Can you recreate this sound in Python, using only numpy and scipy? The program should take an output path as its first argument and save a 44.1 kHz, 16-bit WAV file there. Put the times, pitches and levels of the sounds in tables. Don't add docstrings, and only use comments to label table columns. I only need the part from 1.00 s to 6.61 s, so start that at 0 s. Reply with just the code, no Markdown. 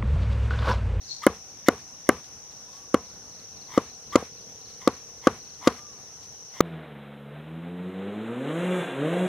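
import sys
import numpy as np
from scipy import signal
from scipy.fft import rfft, irfft, next_fast_len
from scipy.io import wavfile
from scipy.ndimage import uniform_filter1d

SR = 44100
rng = np.random.default_rng(int(sys.argv[2]) if len(sys.argv) > 2 else 0)


def generate_wav(signal):
    frames = np.transpose(np.atleast_2d(signal))
    scaled = np.clip(frames, -1, 1) * 32767
    pcm = np.round(scaled).astype(np.int16)
    wavfile.write(sys.argv[1], SR, pcm)


def voltage_ratio(decibels):
    exponent = np.asarray(decibels, float) / 20
    return 10 ** exponent


N = 247401
T = np.arange(N) / SR

# frequency_hz, density_db_per_hz
AIR_SPECTRUM = [(42, 3), (75, 0), (130, -2.5), (300, -9), (600, -10), (1000, -12.5), (2000, -17.5),
                (4000, -18), (5000, -16.5), (7300, -25.5), (8200, -23.5), (13000, -28), (15600, -33),
                (16000, -67)]
# frequency_hz, correlation
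AIR_LIKENESS = [(60, 0.84), (150, 0.88), (380, 0.63), (950, 0.56), (2380, 0.26), (5980, -0.015),
                (15000, -0.038)]
# frequency_hz, left_over_right_db
AIR_BALANCE = [(60, 2.5), (180, 1.5), (550, 0.5), (1650, 0.0), (4970, 0.5), (15000, 1.5)]
AIR_DB = -51.5
# frequency_hz, density_db_per_hz
CICADA_SPECTRUM = [(4900, -30.5), (5250, -7.5), (5600, -0.5), (5870, 2), (6200, -2.5), (6600, -10),
                   (7000, -22)]
CICADA_DB = -49
# start_s, length_s, level_db
CRICKET_BOUTS = [
    (-.3, 0.62, -66.5),
    (.3, 1.5, -79.5),
    (1.9, 0.33, -72),
    (2.3, 1.19, -70),
    (3.6, 0.42, -68.5),
    (4.2, 0.69, -71),
    (4.9, 1.04, -77.5),
]
# start_s, length_s, level_db, click_rate_per_s
FROG_BOUTS = [
    (-.3, .8, -67, 37),
    (.5, 0.3, -73, 46),
    (1.05, 0.85, -61.5, 32),
    (1.851, 1.08, -60, 41.6),
    (2.954, 1.4, -53.5, 33.5),
    (4.4, 0.41, -59, 34),
    (4.796, 0.74, -57, 33.5),
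]
HUM_HZ, HUM_WIDTH_HZ, HUM_DB = 764, 43, -69
BOUT_EDGE_S = .2
# start_s, length_s, level_db, top_pitch_hz, place_of_top (0-1)
BIRD_NOTES = [
    (1.66, .25, -61, 1145, .68),
    (4.76, .25, -58, 1200, .32),
    (4.93, .11, -65, 1215, .2),
    (5.09, .13, -67, 1340, .7),
]
BIRD_RISE_HZ_PER_S2, BIRD_FALL_HZ_PER_S2 = 8000, 14000
BIRD_FADE_DB_PER_HZ = .04

# time_s, level_db, centre_hz, edge_db
LEAF_DRAG = [
    (.045, -64, 7200, -4),
    (.065, -50, 6800, -3),
    (.088, -44, 5900, -6),
    (.096, -43, 4300, 3),
    (.127, -40, 4400, 5),
    (.14, -43, 4400, -2),
    (.18, -45, 4450, -6),
    (.215, -50, 4500, -9),
    (.235, -61, 4500, -9),
]
# time_s, level_db, length_s
LITTER_RUSTLES = [
    (0.805, -55, 0.034),
    (1.25, -54, 0.038),
    (1.52, -53, 0.017),
    (1.759, -55.5, 0.071),
    (3.698, -56.5, 0.056),
    (5.236, -54, 0.035),
]
# centre_hz, width_hz, level_db
LITTER_BANDS = [(1800, 1100, -16), (4400, 4700, 14), (7600, 2500, -20)]

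# start_s, length_s, level_db, upper_modes_db, place_of_crest (0-1)
STONE_TOUCHES = [
    (.216, 0.043, -34, -5, 0.4),
    (.655, 0.026, -55.5, 17, 0.75),
    (1.06, 0.023, -69, 18.5, .4),
    (3.117, 0.042, -32.5, -8.5, 0.31),
    (4.776, 0.022, -59.5, 8.5, 0.66),
]
# start_s, length_s, level_db, upper_modes_db, place_of_crest (0-1)
STONE_SLIDES = [
    (2.68, 0.106, -39.5, -2, 1),
    (3.79, 0.089, -49.5, -1, 0.42),
    (4.21, 0.073, -44.5, 1, .95),
    (4.605, 0.067, -36.5, -5.5, 1),
    (5.51, 0.091, -52.5, 4, 0.66),
]
# centre_hz, width_hz, level_db
RUBBED_UPPER_MODES = [(2060, 380, 3.5), (3380, 1000, -2), (4840, 4300, -1.5), (10100, 9600, -12)]
RUB_HZ, TOUCH_GLIDE_HZ, SLIDE_GLIDE_HZ = 1030, 330, 40
TOUCH_WIDTH_HZ, SLIDE_WIDTH_HZ = 130, 330
RUB_RISE_DB, RUB_FALL_DB = 24, 22

# swing_db, murmur_db, murmur_fade_db_per_s, grit_db
SETTLE_LEVELS = [(-21, -25, 294, -45), (-33, -27.5, 252, -44.5), (-16, -28, 235, -44.5),
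                 (-31, -30, 303, -52), (-22, -34.5, 215, -45.5), (-27, -25, 291, -42),
                 (-19.5, -33, 242, -47), (-15, -28.5, 240, -44.5), (-14.5, -29.5, 232, -42.5)]
# centre_hz, width_hz, level_db
SETTLE_MODES = [(75, 27, 6), (263, 140, 4.5), (476, 214, 7), (757, 285, 2), (1010, 540, 6.5),
                (1430, 830, -10)]
# centre_hz, width_hz, level_db
GRIT_BANDS = [(2010, 2460, 2), (3670, 3500, -2.5), (7900, 5400, -10)]
SETTLE_AFTER_S, SETTLE_S, SWING_DB_PER_S = .007, .15, 1500
GRIT_DB_PER_S, GRIT_RISE_S = 100, .012
# time_s, level_db
CANE_REBOUNDS = [
    (0.736, -36),
    (3.227, -32.5),
]
REBOUND_S = 0.0049

# snap_db, snap_tilt_db_per_octave, splinters_db, splinter_decay_ms, rattle_db
BLOW_BREAKS = [(-10.5, 9.5, -27, 3.4, -17), (-10.5, 8.5, -11, 1.07, -15.5), (-7, 10, -30, 1.6, -16.5),
               (-17.5, 4, -19, 1.85, -23), (-41, -14, -22, 3.4, -29), (-20, -5, -14, 2.6, -23.5),
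               (-15.5, -5, -14.5, 1.57, -30.5), (-17, -6, -13, 2.2, -19.5), (-20, 2, -16.5, 4.1, -21),
               (-19, 3, -15.5, 2.2, -22.5)]
# centre_hz, width_hz, level_db
SPLIT_END_MODES = [(790, 280, -3), (1399, 260, 0), (1960, 200, -6), (3070, 440, -19.5)]
# frequency_hz, density_db_per_hz
CRACK_SPECTRUM = [(1290, -43.5), (2200, -7.5), (2650, -16.5), (3110, -5), (3870, -11), (7150, -5.5),
                  (8330, -23), (9450, -12.5), (13900, -27), (15800, -29), (16500, -48)]
SNAP_MS, SPLINTER_TILT_DB, BEND_S = 0.57, -5, .0017

# time_s, strength_db, cane_ring_db, upper_ring_db, delay_until_cane_meets_log_ms
STONE_BLOWS = [
    (.26599, 5.3, 2, -3, 3.32),
    (.68444, 4.4, 6, 1, 3.37),
    (1.09062, 2.9, 3, 5, 3.2),
    (1.94307, 2.6, 9, -5, 3.47),
    (2.77622, 2.6, 8, -12, 3.58),
    (3.15554, 5, 8, -10, 3.38),
    (3.87459, 2.3, 9.5, -12, 3.54),
    (4.2701, 3.8, 10.5, -10, 3.48),
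    (4.67275, 4, 10, -8, 3.49),
    (5.6052, 3.8, 10, -10, 3.5),
]
# frequency_hz, damping_per_s, signed_size, share_struck_again, left_right_db
LOG_MODES = [(208, 716, .53, .45, 2.2), (445, 858, -1.04, .78, .8), (636, 805, -.43, -.48, .5),
             (906, 1080, -.46, -.36, 1.5), (105, 110, .03, .3, 2.5), (270, 210, .04, .4, 1.1),
             (530, 210, -.03, .4, .6), (715, 200, .02, .4, .6)]
# frequency_hz, damping_per_s, signed_size,
# share_struck_again, left_right_db
CANE_MODES = [(1150, 392, -.2, -.41, 2.2), (1020, 160, -.016, .4, 2.1), (1300, 250, -.006, .3, 2.1),
              (3100, 700, -.005, .4, 1.5), (4300, 800, -.008, .4, 2.5)]
# frequency_hz, damping_per_s, signed_size,
# share_struck_again, left_right_db
CANE_UPPER_MODES = [(1560, 600, -.2, .1, 1.1), (2040, 450, .08, .3, 1.1), (2900, 600, -.06, .5, 1.5),
                    (1010, 300, -.06, .6, 1.5), (1290, 330, -.04, .4, 1.5)]
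SOFT_PITCH, PITCH_PER_DB, PITCH_PER_CANE_DB = .985, .012, -.003


def evened(x):
    return x / np.sqrt(np.mean(x ** 2) + 1e-20)


def read(points, hz):
    f, value = np.transpose(points)
    return np.interp(np.log(hz + 1), np.log(f + 1), value)


def add(mix, s, sound):
    part = mix[:, round(s * SR):][:, :sound.shape[1]]
    part += sound[:, :part.shape[1]]


def resonate(x, hz, width):
    turn = np.exp(2j * np.pi * np.cumsum(hz * np.ones(x.shape[-1])) / SR)
    r = np.exp(-np.pi * width / SR)
    smooth = signal.lfilter([(1 - r) ** 2], [1, -2 * r, r * r], x / turn + 1e-18)
    return 2 * (turn * smooth).real


def body(x, modes):
    return evened(sum(voltage_ratio(db) * evened(resonate(x, hz, width)) for hz, width, db in modes))


def pair(length, same, lean_db, rough_db=0.):
    a, b, lumps = rng.standard_normal((length, 3)).T
    lumps = voltage_ratio(rough_db * evened(uniform_filter1d(lumps, 90)))
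    same = np.clip(same, -1, 1)
    noises = np.array([a, same * a + np.sqrt(1 - same ** 2) * b])
    return noises * lumps * voltage_ratio([[lean_db / 2], [-lean_db / 2]])


def air():
    frames, hz = N // 256 + 5, np.fft.rfftfreq(1024, 1 / SR)
    a, b, c, d, patches = rng.standard_normal((frames, 513, 5)).T
    patches = evened(uniform_filter1d(uniform_filter1d(patches, 12, 0), 12, 1))
    flicker = evened(uniform_filter1d(rng.standard_normal(frames), 8))
    same = np.clip(read(AIR_LIKENESS, hz), -1, 1)[:, None]
    left = a + 1j * b
    z = np.array([left, same * left + np.sqrt(1 - same ** 2) * (c + 1j * d)])
    lean_db = read(AIR_BALANCE, hz)[:, None] * np.array([.5, -.5])[:, None, None]
    z *= voltage_ratio(read(AIR_SPECTRUM, hz)[:, None] + lean_db + 1.34 * patches + 0.51 * flicker)
    return voltage_ratio(AIR_DB) * evened(signal.istft(z, nperseg=1024, noverlap=768)[1][:, :N])


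def cicadas():
    size = next_fast_len(N)
    hz = np.fft.rfftfreq(size, 1 / SR)
    colour = voltage_ratio(read([(0, -90), *CICADA_SPECTRUM, (7400, -90)], hz))
    noise = pair(size, -0.24, 1.8, rough_db=0.5)
    return voltage_ratio(CICADA_DB + 3.5) * evened(irfft(rfft(noise) * colour, size)[:, :N])


def bouts(rows):
    gain = sum(voltage_ratio(db) * ((T > s) & (T < s + length)) for s, length, db, *_ in rows)
    return uniform_filter1d(gain, size=round(BOUT_EDGE_S * SR))


def cricket():
    beat = (T * 22.5 + .3 + .25 * np.sin(2 * np.pi * 1.3 * T)) % 1
    syllable = .45 + np.sin(np.pi * np.minimum(beat / .8, 1)) ** 2
    groups = (1.1 + .27 * np.cos(2 * np.pi * 3.8 * (T - 2.36))) ** 2
    wing = evened(resonate(pair(N, 0., 1.9), 4620 - 800 * beat, 370) * syllable * groups)
    return bouts(CRICKET_BOUTS) * voltage_ratio(10.5) * wing


def frog():
    s, length, _, rate = np.transpose(FROG_BOUTS)
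    phase = np.cumsum(np.interp(T, s + length / 2, rate)) / SR
    clicks = np.diff(np.floor(phase + .6), prepend=0)
    purr = evened(resonate(clicks, 467, 97)) * bouts(FROG_BOUTS) * voltage_ratio(-6.5)
    return purr + voltage_ratio(HUM_DB) * evened(resonate(pair(N, 1.0, .4), HUM_HZ, HUM_WIDTH_HZ))


def bird(s, length, level_db, top_hz, place):
    t = np.arange(round(length * SR)) / SR
    from_top = t - place * length
    falling = t > place * length
    hz = top_hz - np.where(t < place * length, BIRD_RISE_HZ_PER_S2, BIRD_FALL_HZ_PER_S2) * from_top ** 2
    gain = signal.windows.tukey(len(t), .25) * voltage_ratio(level_db - BIRD_FADE_DB_PER_HZ * (top_hz - hz) * falling)
    tone = np.sqrt(2) * np.sin(2 * np.pi * np.cumsum(hz) / SR)
    blur = evened(resonate(pair(len(hz), .6, 0.), hz, 45))
    return s, gain * (.8 * tone + .5 * blur)


def rustle(s, level_db, length):
    count = max(round(2 * length * SR), 200)
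    puff = pair(count, .4, 1.5, rough_db=1.5)
    return s - length, voltage_ratio(level_db) * body(puff, LITTER_BANDS) * np.hanning(count)


def leaf():
    s, *values = np.transpose(LEAF_DRAG)
    t = np.arange(s[0], s[-1], 1 / SR)
    level_db, hz, edge_db = (np.interp(t, s, v) for v in values)
    rub = pair(len(hz), -.3, 4.1, rough_db=2.5)
    hiss = signal.sosfilt(signal.butter(3, [4100, 6400], "band", fs=SR, output="sos"), rub)
    narrow = voltage_ratio(edge_db) * evened(resonate(rub, hz, 280))
    return s[0], signal.windows.tukey(len(t), .08) * voltage_ratio(level_db) * (narrow + evened(hiss))


def scrape(s, length, level_db, upper_db, crest, glide_hz, width):
    u, crest = np.linspace(0, 1, round(length * SR)), np.clip(crest, .05, .97)
    rise_db = RUB_RISE_DB * (1 - u / crest) ** 2
    fall_db = RUB_FALL_DB * (u - crest) ** 2 / (1 - crest)
    under_db = np.where(u < crest, rise_db, fall_db)
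    hz = RUB_HZ + glide_hz * (np.minimum(u / crest, 1.2) - .7)
    rub = pair(len(hz), 0.93, 1.7, rough_db=2.5)
    ring = evened(resonate(rub, hz, width)) + voltage_ratio(upper_db) * body(rub, RUBBED_UPPER_MODES)
    return s, signal.windows.tukey(len(u), .08) * voltage_ratio(level_db - under_db) * ring


def rebound(s, level_db):
    count = round(3 * REBOUND_S * SR)
    knock = body(pair(count, .97, 1.1), SETTLE_MODES[1:3])
    return s - 1.5 * REBOUND_S, voltage_ratio(level_db) * knock * np.hanning(count)


def settle(s, swing_db, murmur_db, fade_db, grit_db):
    t = np.arange(round(SETTLE_S * SR)) / SR
    knocks = pair(len(t), 0.97, 1.12, rough_db=0.5)
    grit = pair(len(t), 0.29, 1.6, rough_db=-1.5)
    dying = np.minimum(np.linspace(3, 0, len(t)), 1) * np.minimum(t / .004, 1)
    rocking = voltage_ratio(swing_db - SWING_DB_PER_S * t) + voltage_ratio(murmur_db - fade_db * t)
    falling = voltage_ratio(grit_db - GRIT_DB_PER_S * t) * (1 - np.exp(-(t / GRIT_RISE_S) ** 2))
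    return s + SETTLE_AFTER_S, dying * (rocking * body(knocks, SETTLE_MODES) + falling * body(grit, GRIT_BANDS))


def clatter(s, level_db):
    t = np.arange(1500) / SR
    swell = t / 0.0021 * np.exp(1 - t / 0.0022)
    rattle = evened(body(pair(1500, 0.99, 1.0), SPLIT_END_MODES) * swell)
    return s, voltage_ratio(level_db) * rattle * np.sqrt(np.mean(swell ** 2))


def crack(s, level_db, tilt_db, decay_ms):
    t, hz = np.arange(1024) / SR, np.fft.rfftfreq(1024, 1 / SR)
    colour = voltage_ratio(read(CRACK_SPECTRUM, hz) + tilt_db * np.log2(np.maximum(hz, 1) / 4000))
    noise = evened(irfft(rfft(pair(1024, 0.72, 2.6)) * colour))
    shape = (1 - np.exp(-t / .0001)) * (np.exp(-1000 * t / decay_ms) + .02 * np.exp(-t / .004))
    return s, voltage_ratio(level_db) * evened(noise * shape) * np.sqrt(np.mean(shape ** 2))


def blow(s, strength_db, cane_db, upper_db, delay_ms):
    t, out = np.arange(3000) / SR, np.zeros((2, 3000))
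    again_t = np.maximum(t - delay_ms / 1000, 0)
    pitch = SOFT_PITCH + PITCH_PER_DB * strength_db + PITCH_PER_CANE_DB * cane_db
    for modes, db, samples in ((LOG_MODES, 0, 1.1), (CANE_MODES, cane_db, 2.6), (CANE_UPPER_MODES, upper_db, 1.6)):
        lag = np.array([[-.5], [.5]]) * samples / SR
        for hz, damping, size, again, lean_db in modes:
            gain = size * voltage_ratio([[db + lean_db / 2], [db - lean_db / 2]])
            for u, share in ((t, 1), (again_t, again)):
                swell = u * damping * np.exp(-u * damping)
                out += share * gain * swell * np.sin(2 * np.pi * hz * pitch * (u - lag))
    return s, voltage_ratio(strength_db) * out


def scene():
    mix = air() + cicadas() + cricket() + frog()
    for source, rows in ((bird, BIRD_NOTES), (rustle, LITTER_RUSTLES), (rebound, CANE_REBOUNDS)):
        for row in rows:
            add(mix, *source(*row))
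    add(mix, *leaf())
    for row in STONE_TOUCHES:
        add(mix, *scrape(*row, TOUCH_GLIDE_HZ, TOUCH_WIDTH_HZ))
    for row in STONE_SLIDES:
        add(mix, *scrape(*row, SLIDE_GLIDE_HZ, SLIDE_WIDTH_HZ))
    for row, levels in zip(STONE_BLOWS, SETTLE_LEVELS):
        add(mix, *settle(row[0], *levels))
    for row, (snap_db, tilt_db, splinter_db, splinter_ms, rattle_db) in zip(STONE_BLOWS, BLOW_BREAKS):
        s = row[0]
        add(mix, *clatter(s, rattle_db))
        add(mix, *crack(s, snap_db, tilt_db, SNAP_MS))
        add(mix, *crack(s + BEND_S, splinter_db, SPLINTER_TILT_DB, splinter_ms))
        add(mix, *blow(*row))
    return mix


def top_cut(x):
    return signal.sosfilt(signal.butter(12, 16620, fs=SR, output="sos"), x)


def record(dry):
    dry = signal.lfilter(*signal.butter(2, 90, "high", fs=SR), dry)
    power_db = 10 * np.log10(abs(uniform_filter1d((dry ** 2).mean(0), 300, origin=149)) + 1e-12)
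    recovery_db = T * 160.
    held_db = np.maximum.accumulate(power_db + recovery_db) - recovery_db
    over_db = np.maximum(held_db + 21.5, 0)
    late_db = np.concatenate([np.zeros(400), uniform_filter1d(over_db, 200)])[:N]
    ducked = dry / voltage_ratio(.18 * late_db) * np.minimum(T / .02, 1)
    ducked = signal.oaconvolve(ducked, signal.firwin(255, 16300, fs=SR)[None], "same")
    return top_cut(np.clip(ducked, -1, 1))


dry = scene()
out = record(dry)
generate_wav(out)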